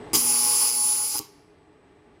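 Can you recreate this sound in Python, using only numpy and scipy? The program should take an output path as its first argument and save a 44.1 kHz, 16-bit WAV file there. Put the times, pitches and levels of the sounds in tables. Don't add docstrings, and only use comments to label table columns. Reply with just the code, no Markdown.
import sys
import numpy as np
from scipy import signal
from scipy.fft import rfft, irfft
from scipy.io import wavfile
from scipy.ndimage import uniform_filter1d

SR = 44100
rng = np.random.default_rng(int(sys.argv[2]) if len(sys.argv) > 2 else 0)


def store_pcm(level_fs):
    pcm = np.round(np.clip(level_fs, -1, 1) * 32767).astype(np.int16)
    wavfile.write(sys.argv[1], SR, np.atleast_2d(pcm).T)


N = 97020

# frequency in Hz, relative density in dB per Hz.
SHOP_SPECTRUM = [(15, -41), (25, -7.5), (161, -7.5), (229, -11), (416, -3), (476, -9.5), (1700, -18.5),
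                 (4250, -32.5), (7310, -42.5), (8140, -36.5), (16000, -68.5)]
# frequency in Hz, rms phase wander in radians, level in dB.
MACHINE_HUMS = [(168.2, 3.8, -54.5), (291, 5.9, -47.5), (417, 3, -47.5), (839, 3, -53), (2380, 12, -64),
                (8030, 5, -68)]
# frequency in Hz, level in dB, t60 in seconds.
ROOM_TAIL = [(250, -21, .4), (1000, -13, 0.96), (2500, -12.5, 1), (5000, -16, 0.82), (8000, -22.5, 0.52),
             (9900, -20.5, .65), (12600, -24.5, .55), (15500, -25, .25)]
# time in seconds, level in dB.
SHEET_THUMPS = [(0.135, -30.5), (0.147, -27.5), (0.167, -30), (1.151, -25.5), (1.198, -21)]
# frequency in Hz, level in dB, t60 in seconds.
SHEET_MODES = [(130, -2.5, 0.053), (230, -10, .1), (312, 1, .1), (408, -1, .1), (795, -9.5, .12),
               (940, -9.5, .1), (1131, -9, .12), (1350, -20, .08)]
# time in seconds, hiss in dB, high whistle in dB, pulse tone in dB,
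# low buzz in dB, swing tones from the seventh up in dB, depth of the once-a-swing chop (0-1).
WELD_COURSE = [(.133, -32.5, -22, -1, 12.5, -15, .1), (0.14, -20, -5.5, 5.5, 7, -3, 0.2),
               (.155, -11.5, -34, 9.5, 2.5, -27, 0.17), (0.181, -19.5, -2, -1, -2, -33, 0),
               (.23, -21.5, -5, -3, -2, -9, .1), (.3, -20, 2, -4, 2.5, 4, 0.17),
               (0.432, -17, 3, 3, 0, 3.5, 0.36), (.55, -13.5, 3.5, 4, 0.5, 7.5, 0),
               (.59, -12, 3, 3.5, -1.5, 0, 0.17), (.63, -14, 5.5, -2, 3.5, 11.5, 0),
               (.68, -11, 2.5, 7, -3, 5.5, 0.2), (.71, -14.5, 1, 4, -4.5, 1.5, 0.54),
               (.77, -15, 2.5, 3, -3.5, 3.5, 0), (.86, -13.5, 2.5, 2.5, -2, 1.5, 0.3),
               (.93, -15, 3.5, 6, -0.5, 9, 0), (.96, -14.5, -1, -2, 0, -3, 0),
               (1.01, -16, 2, 4, -0.5, 8, 0), (1.07, -14.5, 1, 7, -2, -1, 0),
               (1.13, -14.5, -4.5, 8.5, -3, -7, 0), (1.159, -16, 2.5, 11.5, 4, 16, 0.35),
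               (1.196, -14.5, -8, 12, 1, -35, .9)]
# frequency in Hz, relative density in dB per Hz.
HISS_SPECTRUM = [(35, -65), (60, -35), (185, -32), (239, -22.5), (430, -21), (472, -20.5), (655, -42.5),
                 (828, -12.5), (910, -22.5), (1100, -15.5), (1630, -30.5), (2320, -21), (2550, -19.5),
                 (2940, -20.5), (3710, -23.5), (5160, -12), (7500, -11), (8050, -13.5), (9260, -16),
                 (9940, -6), (11700, -20.5), (13500, -10.5), (16300, -27)]
# centre in Hz, width in Hz, level in dB.
HISS_DIPS = [(1750, 150, -3), (3500, 250, -1.5), (7996, 200, -6.5), (9350, 150, -6.5), (11560, 130, -35),
             (15200, 140, -41)]
# levels in dB, one per successive swing multiple.
TONE_LEVELS = [
    [-50, -40, -45, -41, -55, -55, -33, -52, -41, -50, -54, -48],
    [-35, -48, -35, -40, -31, -35, -30, -39, -48, -39, -34],
    [-42, -39, -28, -36, -13, -30, -30, -36, -32, -46, -39, -42],
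    [-43, -39, -34, -39, -40],
]
FIRST_SWING_MULTIPLE = [1, -4, -4, -6]

SHOP_DB, SHOP_PATCHY_DB, HUM_WAVER_DB = -43.5, .6, 2.0
EARLY_DB, EARLY_S = 11, .085
TONES_TO_ROOM_DB = -17
LOW_CUT_HZ = 78
RIPPLE_DB, RIPPLE_HZ = 1.6, 50
PULSE_HZ, SWING_HZ, SWING_PEAK_S = 5004.35, 120.0, 1.183
START_S, STOP_S, ON_S, OFF_S = .1325, 1.199, .0004, .005
IGNITION_DB, IGNITION_S = 14, 0.0023
HISS_PATCHY_DB, SPATTER_PER_S, SPATTER_DB = 1.29, 2200, -9.5
CHOP_TWICE = .35
MID_FOLLOWS = .7
TONE_WAVER_DB, CARRIER_WAVER_DB, TONE_WANDER_RAD = 2.5, 2, .45
GAIN_FROM_DB, GAIN_SHARE = -37, 0.68
QUICK_SHARE, QUICK_S, SLOW_S, RECOVER_DB_PER_S = 0.26, 0.021, 0.67, 2.5
CUTOFF_HZ = 15780


def amp(db):
    return 10 ** (np.asarray(db) / 20)


def rms_one(x):
    return x / np.sqrt(np.mean(x ** 2) + 1e-20)


def smooth(x, seconds):
    r = np.exp(-1 / (max(seconds, 1e-6) * SR))
    return signal.lfilter([1 - r], [1, -r], x)


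def drift(rate_hz):
    step = 40
    r = np.exp(-2 * np.pi * rate_hz * step / SR)
    noise = rng.standard_normal(N // step + 2002)
    slow = signal.lfilter([1], [1, -2 * r, r * r], noise)[2000:]
    return np.interp(np.arange(N) / step, np.arange(len(slow)), rms_one(slow))


def coloured(x, spectrum, patchy_db, low_db=0, dips=()):
    hz = np.arange(N // 2 + 1) * SR / N + 1e-3
    points = np.array(spectrum)
    full = rfft(x) * amp(np.interp(np.log(hz), np.log(points[:, 0]), points[:, 1]))
    for at_hz, width_hz, db in dips:
        full = full * amp(db * np.exp(-((hz - at_hz) / width_hz) ** 2))

    ripple_bins = int(RIPPLE_HZ * N / SR)
    ripple = uniform_filter1d(rng.standard_normal(len(hz)), ripple_bins)
    ripple = uniform_filter1d(ripple, ripple_bins)
    full = full * amp(RIPPLE_DB * rms_one(ripple))
    full = full / np.std(irfft(full, N))

    out = 0
    together = drift(4)
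    for k in range(20):
        centre_hz = 25 * 2 ** (k / 2)
        share = np.clip(1 - np.abs(2 * np.log2(hz / centre_hz)), 0, 1)
        follows = 1 if centre_hz < 1000 else MID_FOLLOWS * (centre_hz < 4000)
        flicker_db = patchy_db * (.5 * together + drift(10))
        out = out + irfft(full * share, N) * amp(flicker_db + low_db * follows)
    return out


def shop():
    t = np.arange(N) / SR
    out = amp(SHOP_DB) * coloured(rng.standard_normal(N), SHOP_SPECTRUM, SHOP_PATCHY_DB)
    for hz, wander_rad, db in MACHINE_HUMS:
        level = amp(db + HUM_WAVER_DB * drift(12))
        out += level * np.sin(2 * np.pi * hz * t + wander_rad * drift(3.8))
    return out


def room(x):
    tail_hz, db, t60_s = np.transpose(ROOM_TAIL)
    freqs, t, cells = signal.stft(rng.standard_normal(SR), SR, nperseg=256)
    db, t60_s = [np.interp(np.log(freqs + 1), np.log(tail_hz), c)[:, None] for c in (db, t60_s)]
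    early_db = EARLY_DB * np.exp(-(t / EARLY_S) ** 3)
    fade = amp(-60 * t / t60_s + early_db)
    norm = np.sqrt(t60_s * SR / np.log(1e6))
    tail = signal.istft(cells * amp(db) * fade / norm, SR, nperseg=256)[1]
    return signal.fftconvolve(x, tail)[:N]


def sheet():
    s, db = np.transpose(SHEET_THUMPS)
    out = np.zeros(N)
    for hz, level_db, t60_s in SHEET_MODES:
        strike = amp(db + level_db + rng.normal(0, 0.67, len(s)))
        clicks = np.full(N, 1e-18)
        clicks[(s * SR).astype(int)] = strike * rng.choice([-1, 1], len(s))
        r = amp(-60 / (t60_s * SR))
        w = 2 * np.pi * hz / SR
        out += signal.lfilter([0, np.sin(w)], [1, -2 * r * np.cos(w), r * r], clicks)
    return signal.sosfilt(signal.butter(2, LOW_CUT_HZ, "high", fs=SR, output="sos"), out)


def vapour_jet(t, swing, once, hiss_db, low_db):
    chop = (1 + once * np.cos(swing)) * (1 + CHOP_TWICE * (1 - once) * np.cos(2 * swing))
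    spatter = (rng.random(N) < SPATTER_PER_S / SR) * rng.standard_normal(N)
    jet = rng.standard_normal(N) + amp(SPATTER_DB) * rms_one(spatter)
    flash_db = IGNITION_DB * np.exp(-np.abs(t - START_S) / IGNITION_S)
    return amp(hiss_db + flash_db) * coloured(jet * chop, HISS_SPECTRUM, HISS_PATCHY_DB, low_db, HISS_DIPS)


def pulse_and_swing_tones(t, swing, once, whistle_db, pulse_db, low_db, seventh_db):
    out = 0
    chop = 1 + once ** 2 * np.cos(swing)
    for multiple, levels in enumerate(TONE_LEVELS):
        for order, db in enumerate(levels, FIRST_SWING_MULTIPLE[multiple]):
            if (multiple, order) == (1, 0):
                follow_db = pulse_db
            elif multiple:
                follow_db = whistle_db
            elif order >= 7:
                follow_db = seventh_db
            else:
                follow_db = MID_FOLLOWS * low_db
            waver_db = (TONE_WAVER_DB if order else CARRIER_WAVER_DB) * drift(2.9)
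            hz = multiple * PULSE_HZ + order * SWING_HZ
            phase = 2 * np.pi * hz * t + rng.uniform(0, 2 * np.pi)
            phase = phase + (order != 0) * TONE_WANDER_RAD * drift(6)
            out = out + amp(db + follow_db + waver_db) * np.sin(phase) * chop
    return out


def weld():
    t = np.arange(N) / SR
    s, *columns = np.transpose(WELD_COURSE)
    hiss_db, whistle_db, pulse_db, low_db, seventh_db, once = [np.interp(t, s, c) for c in columns]
    swing = 2 * np.pi * SWING_HZ * (t - SWING_PEAK_S)
    hiss = vapour_jet(t, swing, once, hiss_db, low_db)
    tones = pulse_and_swing_tones(t, swing, once, whistle_db, pulse_db, low_db, seventh_db)
    gate = np.clip(np.minimum((t - START_S) / ON_S, (STOP_S - t) / OFF_S), 0, 1)
    return hiss * gate, tones * gate


def scene():
    hiss, tones = weld()
    work = hiss + sheet()
    echoes = room(work + amp(TONES_TO_ROOM_DB) * tones)
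    return (work + tones + echoes + shop())[None]


def record(dry):
    t = np.arange(N) / SR
    level_db = 10 * np.log10(smooth(dry[0] ** 2, .01) + 1e-12)
    over_db = np.maximum(level_db - GAIN_FROM_DB, 0)
    quick_db = smooth(smooth(over_db, QUICK_S / 2), QUICK_S / 2)
    slow_db = smooth(over_db, SLOW_S)
    wanted_db = GAIN_SHARE * (QUICK_SHARE * quick_db + (1 - QUICK_SHARE) * slow_db)
    recovery_db = RECOVER_DB_PER_S * t
    cut_db = np.maximum.accumulate(wanted_db + recovery_db) - recovery_db
    low_pass = signal.ellip(12, .5, 70, CUTOFF_HZ, fs=SR, output="sos")
    return signal.sosfilt(low_pass, dry * amp(-cut_db))


dry = scene()
out = record(dry)
store_pcm(out)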